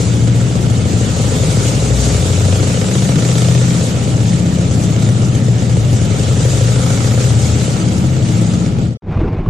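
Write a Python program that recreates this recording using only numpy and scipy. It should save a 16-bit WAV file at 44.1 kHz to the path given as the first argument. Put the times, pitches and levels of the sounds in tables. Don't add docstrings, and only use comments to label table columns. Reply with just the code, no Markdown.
import sys
import numpy as np
from scipy import signal
from scipy.fft import rfft, irfft, next_fast_len
from scipy.io import wavfile
from scipy.ndimage import uniform_filter1d

SR = 44100
rng = np.random.default_rng(int(sys.argv[2]) if len(sys.argv) > 2 else 0)


def digitize_waveform(pressure):
    field = np.atleast_2d(pressure).T
    bounded = np.clip(field, -1, 1)
    quanta = np.round(bounded * 32767).astype(np.int16)
    wavfile.write(sys.argv[1], SR, quanta)


def nominal_scale(level):
    x = np.asarray(level, float) / 20
    return 10 ** x


N = 418509
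SIZE = next_fast_len(N)
TIME_S = np.arange(N) / SR
GARAGE_END_S, STREET_START_S = 8.974, 9.021

# t/s, full cycles per s (one cycle = two crank turns)
CYCLE_RATE = [(0, 14.65), (.42, 14.4), (.92, 12.65), (1.29, 13.1), (1.47, 11.6), (1.9, 12.15), (2.42, 13.3),
              (3.25, 15.2), (3.68, 15.55), (3.93, 14.85), (4.3, 15.8), (4.85, 15.95), (5.45, 15.05),
              (6.12, 10.85), (7.3, 15.8), (7.75, 16.55), (8.58, 15.95), (8.96, 16.6)]
# t/s, load as hiss level/dB
LOAD = [(0, -29.5), (.3, -33), (.85, -31.5), (1.2, -28), (1.62, -27), (3.6, -28), (4.47, -33), (4.8, -31.5),
        (5.65, -34), (6.42, -28.5), (7.04, -28.5), (7.65, -29.5), (8.17, -35), (8.36, -32), (8.62, -35),
        (8.76, -42.5), (8.84, -38), (8.9, -40)]
# t/s, level/dB
FADE = [
    (0, -11.5),
    (8.84, 2.5),
    (8.93, -10),
    (8.974, -26),
]
# multiple of the cycle rate, level/dB
WEAK_ORDERS = [(2, -41.5), (3, -46), (4, -35.5), (6, -32), (9, -25), (12, -30), (13, -27.5), (14, -29.5),
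               (15, -39.5), (16, -31), (17, -35), (18, -41.5), (19, -32.5), (20, -33), (26, -41)]
STRONG_ORDERS = 5, 7, 8, 10, 11
STRONG_DB = [-27.5, -24.5, -25, -28.5, -28.5]
# f/Hz, width/Hz, lift/dB
PIPE = [(67, 3.8, 0), (78.5, 11, -1.5), (92, 6.6, 4.5), (171, 12, 4)]
# f/Hz, width/Hz, lift/dB
BOOM = (123.3, 22, 7.5)
SWELL_ORDERS = 5, 7, 8, 9, 10, 11, 12, 13
# t/s, length/s, level/dB
SWELLS = [
    [(2.03, 0.35, -21), (4.57, .4, -24), (7.44, 0.33, -22.5), (7.98, .2, -21)],
    [(2.45, 0.34, -15), (4.24, 0.1, -20), (4.9, 0.47, -22), (7.4, 0.57, -18), (8.38, 0.25, -19.5)],
    [(.3, 0.29, -12), (3.5, 0.55, -16.5), (5.15, 0.23, -18), (5.53, 0.083, -17.5), (7.18, 0.38, -17.5),
     (8.16, 0.18, -19)],
    [(.87, 0.36, -22), (5.77, 0.084, -12.5), (6.75, .25, -19.5)],
    [(1.48, 0.13, -19), (1.85, 0.38, -17.5), (3.1, 0.16, -20), (5.99, 0.22, -14), (6.42, 0.29, -15.5)],
    [(3.5, 0.97, -21), (4.6, 0.67, -17.5), (7.8, 0.44, -17.5), (8.52, 0.24, -16.5), (8.86, 0.11, -19)],
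    [(.2, 0.446, -26)],
    [(2.95, 0.36, -22)],
]
# f/Hz, width/Hz, level/dB
TAIL_PIPE = [(245, 50, -1), (310, 45, -1), (417, 16, 2), (515, 60, 4), (680, 140, -8)]
# f/Hz, width/Hz, level/dB
CASES = [(1330, 190, -4.5), (1820, 150, -11), (2180, 220, -9), (2954, 220, -11), (3470, 600, -8),
         (4570, 460, -17)]
# t/s, length/s, lift/dB
PILLARS = [
    (4.8, .2, 6),
    (5.03, .2, 9),
    (6.8, .3, 9),
    (8.65, .06, 7),
]
REFLECTED = [1, 0, .5, 0, 1, 0]
# f/Hz, level/dB per Hz
ROAR = [(15, -22), (25, -13), (40, -18), (105, 0.5), (130, -0.5), (366, -19), (517, -19.5), (1060, -30.5),
        (1380, -32), (1650, -34.5), (3500, -32.5), (5200, -33.5), (7200, -27.5), (10500, -41),
        (14500, -47.5)]
# f/Hz, likeness 0-1, left minus right/dB
PORTS = [(60, 0.8, 5.5), (130, 0.78, 3.5), (335, 1, 2), (776, 0.6, 2), (1000, 0.65, -4), (1480, 0, -3),
         (2960, 0.38, -2), (6500, 0.27, 2.5), (9400, 0.47, 0.5), (13600, 0.13, 0)]
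# f/Hz, phase/turns
LEAD = [(60, -.01), (340, -.05), (780, -.19), (1030, -.4), (1600, -1), (20000, -1)]
# t/s, wind level/dB
GUSTS = [
    (9.025, -31),
    (9.081, -16.5),
    (9.15, -13),
    (9.227, -15.5),
    (9.26, -12.5),
    (9.455, -18),
    (9.49, -7.5),
]
# f/Hz, level/dB per Hz
WIND = [(12, -38), (20, -4), (70, -3.5), (103, -3.5), (173, -8.5), (296, -16), (500, -20.5), (650, -49),
        (1100, -120)]
# f/Hz, level/dB per Hz
RUSH = [(240, -36), (400, -12), (438, -21), (540, -13), (750, -11.5), (1110, -18.5), (1590, -26),
        (2490, -26.5), (3020, -34), (6390, -48), (12200, -71.5), (14300, -64)]
# t/s, peak level/dB, f/Hz
SLAPS = [
    (9.095, -10, 151),
    (9.16, -7, 105),
    (9.173, -19, 1136),
    (9.215, -5, 310),
    (9.232, -7, 111),
    (9.287, -22, 1010),
    (9.345, -36, 940),
    (9.366, -11, 140),
    (9.462, -18.5, 1110),
]


def rms_one(x):
    return x / np.sqrt(np.mean(x ** 2) + 1e-20)


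def in_time(rows):
    s, *columns = np.transpose(rows)
    return [np.interp(TIME_S, s, c) for c in columns]


def at_hz(points, hz):
    f, *columns = np.transpose(points)
    return [np.interp(np.log(np.maximum(hz, 1)), np.log(f), c) for c in columns]


def drift(rate_hz):
    r = np.exp(-80 * np.pi * rate_hz / SR)
    white = rng.standard_normal(N // 40 + 2002)
    slow = signal.lfilter([1], [1, -2 * r, r * r], white)[2000:]
    return np.interp(np.arange(N) / 40, np.arange(len(slow)), rms_one(slow))


def resonate(x, hz, width_hz):
    r = np.exp(-np.pi * width_hz / SR)
    zeros = np.array([1, 0, -1]) * (1 - r * r) / 2
    return signal.lfilter(zeros, [1, -2 * r * np.cos(2 * np.pi * hz / SR), r * r], x)


def coloured(spectrum):
    shape = nominal_scale(at_hz(spectrum, np.fft.rfftfreq(SIZE, 1 / SR))[0])
    return rms_one(irfft(rfft(rng.standard_normal(SIZE)) * shape, SIZE)[:N])


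def throb(pulses, decay_s):
    return signal.lfilter([1], [1, -np.exp(-1 / (decay_s * SR))], pulses)


def street():
    wind_db, = in_time(GUSTS)
    after = TIME_S - 9.13
    rise_and_sag_db = np.minimum(130 * after, -15.5 * after)
    rush_db = -23.5 + 0.35 * wind_db + rise_and_sag_db
    wind = nominal_scale(wind_db + 2.0 * drift(25)) * coloured(WIND)
    rush = nominal_scale(rush_db + 2.1 * drift(30)) * coloured(RUSH)
    return (wind + rush) * np.clip((TIME_S - STREET_START_S) / .002, 0, 1)


def slaps():
    out = np.zeros(N)
    t = np.arange(int(.05 * SR)) / SR
    for s, db, hz in SLAPS:
        start = int(s * SR)
        ring = nominal_scale(db) * np.exp(-t * np.sqrt(hz) * 6.1) * np.sin(2 * np.pi * hz * t)
        out[start:][:len(t)] += ring[:N - start]
    return out


def garage(x, t60_s):
    x = x * (TIME_S < GARAGE_END_S)
    w, spectrum = 2 * np.pi * np.fft.rfftfreq(SIZE), rfft(x, SIZE)
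    lags = (rng.uniform(.02, .07, (2, 4)) * SR).astype(int)
    sides = []
    for side in lags:
        loops = [nominal_scale(-60 * d / SR / t60_s) * np.exp(-1j * w * d) for d in side]
        sides.append(irfft(spectrum * sum(g / (1 - g) for g in loops), SIZE)[:N])
    return sides


def roar(pulses, pulling, knock, hiss_db, breath_db, clatter_db):
    beat = throb(pulses, 0.011)
    beat = beat / uniform_filter1d(beat, SR // 4) - 1
    noise = np.array([coloured(ROAR), coloured(ROAR)])
    below_240, below_900, below_4200 = [
        signal.lfilter(*signal.butter(2, hz, fs=SR), noise) for hz in (240, 900, 4200)]
    rumble = below_240 * nominal_scale(in_time(FADE)[0] - 9 + 1.1 * drift(4))
    breath = (below_900 - below_240) * nominal_scale(breath_db + 21.5) * (1 + 0.15 * beat)
    clatter = (below_4200 - below_900) * nominal_scale(clatter_db + 30.5) * (1 + (0.05 + 0.28 * knock) * beat)
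    hiss_depth = 0.11 * (1 - pulling) + 0.075 * knock
    hiss = (noise - below_4200) * nominal_scale(hiss_db + 28.5 + 0.87 * drift(10.0)) * (1 + hiss_depth * beat)
    return nominal_scale(-11.5) * (rumble + breath + clatter + hiss)


def throttle(rate):
    load_db, = in_time(LOAD)
    fade_db = (in_time(FADE)[0] - FADE[1][1]) * (TIME_S > 8.84)
    extra_load_db = load_db + 30
    hiss_db = load_db + 0.76 * fade_db
    bark_db = -24 + 0.054 * extra_load_db - 0.44 * (rate - 14) + 0.69 * fade_db
    clatter_db = -30.5 + 0.52 * extra_load_db + 0.76 * fade_db
    return hiss_db, bark_db, clatter_db


def firings(cycles, pulling):
    count = int(cycles[-1])
    chance = rng.standard_normal((2 * count, 2))
    second_firing = 5 / 12
    turn = np.repeat(np.arange(count), 2) + np.tile([0, second_firing], count) + .004 * chance[:, 0]
    at = np.clip(np.searchsorted(cycles, turn), 0, N - 1)
    weak = np.arange(2 * count) % 4 > 0
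    lope_db = -8 * weak * (1 - pulling[at])
    pulses = np.zeros(N)
    pulses[at] = nominal_scale(np.tile([0, -1.5], count) + lope_db + 1.1 * chance[:, 1])
    return pulses


def cases(pulses, drive_by_firing, clatter_db):
    near_db = sum(db * np.exp(-(2 * (TIME_S - s) / length) ** 2) for s, length, db in PILLARS)
    rattle = rng.standard_normal(N) * (rng.random(N) < 900 / SR)
    drive = rms_one(rattle) + .65 * drive_by_firing * rms_one(pulses)
    rung = 0
    for (hz, width_hz, db), share in zip(CASES, REFLECTED):
        ring_db = db + share * near_db + 3.5 * drift(2.5)
        rung = rung + nominal_scale(ring_db) * rms_one(resonate(drive, hz, width_hz))
    return nominal_scale(clatter_db - 4.5) * rung


def bark(pulses, bark_db):
    burst = throb(pulses, 0.012) * rng.standard_normal(N)
    drive = uniform_filter1d(pulses, 30) + .018 * burst
    rung = 0
    for k, (hz, width_hz, db) in enumerate(TAIL_PIPE):
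        sign = (-1) ** k
        rung = rung + sign * nominal_scale(db) * rms_one(resonate(drive, hz, width_hz))
    return nominal_scale(bark_db - 2.5) * rms_one(rung)


def order_levels(rate):
    t, levels = np.arange(0, N, 64) / SR, []
    crests = dict(zip(SWELL_ORDERS, SWELLS))
    for k, db in list(WEAK_ORDERS) + list(zip(STRONG_ORDERS, STRONG_DB)):
        for hz, width_hz, lift_db in list(PIPE) + [BOOM]:
            db = db + lift_db / (1 + (2 * (k * rate[::64] - hz) / width_hz) ** 2)
        gain = nominal_scale(db)
        for s, length, top_db in crests.get(k, []):
            gain = gain + nominal_scale(top_db) * np.exp(-(2 * (t - s) / (length + 0.083)) ** 4)
        levels.append((k, np.interp(TIME_S, t, 20 * np.log10(gain))))
    return levels


def drone(rate, cycles):
    out = 0
    for k, level_db in order_levels(rate):
        phase = 2 * np.pi * (k * cycles + rng.random())
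        out = out + np.sqrt(2) * nominal_scale(level_db + 1.97 * drift(2.4)) * np.sin(phase)
    return out * nominal_scale(in_time(FADE)[0] * (TIME_S > 8.9) * 0.62)


def ports(common, apart):
    hz, side = np.fft.rfftfreq(SIZE, 1 / SR), np.array([[1], [-1]])
    alike, balance_db = at_hz(PORTS, hz)
    alike = np.clip(alike, 0, 1)
    shared = np.sqrt((1 + alike) / 2) * rfft(common, SIZE)
    own = side * np.sqrt((1 - alike) / 2) * rfft(apart, SIZE)
    lead = np.exp(1j * np.pi * side * at_hz(LEAD, hz)[0])
    return irfft((shared + own) * nominal_scale(side * balance_db / 2) * lead, SIZE)[:, :N]


def scene():
    rate = uniform_filter1d(in_time(CYCLE_RATE)[0], int(.145 * SR))
    cycles = np.cumsum(rate) / SR
    hiss_db, bark_db, clatter_db = throttle(rate)
    pulling = np.clip((hiss_db + 32) / 4, 0, 1)
    pulses = firings(cycles, pulling)
    barks = bark(pulses, bark_db + 2.5 * (pulling - .5))
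    breath_db = bark_db - 4 * (pulling - .5)
    knock = np.clip((hiss_db + 29.5) / 2, 0, 1) * np.clip((rate - 12.5) / 2, 0, 1)
    metal = cases(pulses, 2.2 * knock + .8 * (1 - pulling), clatter_db)
    echoes = nominal_scale(-15.5) * np.array(garage(barks, t60_s=1.27))
    common, apart = roar(pulses, pulling, knock, hiss_db, breath_db, clatter_db) + echoes
    ride = ports(drone(rate, cycles) + barks + metal + common, apart + np.roll(metal, SR // 7))
    closing = np.clip((GARAGE_END_S - TIME_S) / 0.0055, 0, 1)
    return ride * closing + street() + slaps()


def treble_gate(x, limit_db, spread_db, from_hz):
    turn = np.array([[1, 0.7], [1, -0.96]])
    hz, t, lines = signal.stft(turn @ x / 2, SR, "cosine", nperseg=2048, noverlap=1024)
    patches = np.repeat(rng.standard_normal((65, lines.shape[2])), 16, axis=0)[:len(hz)]
    treble = (np.mean(abs(lines[0, hz > from_hz]) ** 2, axis=0) / 1e-6) ** .3
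    slope = np.clip(hz / from_hz - 1, 0, 1)[:, None]
    limit = nominal_scale(limit_db + spread_db * patches) * slope * treble * (t < GARAGE_END_S)
    grain = nominal_scale(1.8 * np.roll(patches, 7, axis=1) * (hz > 1200)[:, None])
    kept = grain * lines * (abs(lines) > limit)
    return turn @ signal.istft(kept, SR, "cosine", nperseg=2048, noverlap=1024)[1]


def roll_off(x):
    return signal.sosfilt(signal.butter(12, 14490, fs=SR, output="sos"), x)


def record(dry):
    shift = 355
    rounded = np.pad(1.15 * np.tanh(dry / 1.15), [(0, 0), (shift, 0)])
    thinned = treble_gate(rounded, limit_db=-62, spread_db=6.5, from_hz=3800)[:, shift:shift + N]
    mix = np.where(TIME_S > STREET_START_S, thinned.mean(axis=0), thinned)
    mix = signal.sosfilt(signal.cheby2(18, 50, 14400, fs=SR, output="sos"), mix)
    return roll_off(mix)


dry = scene()
out = record(dry)
digitize_waveform(out)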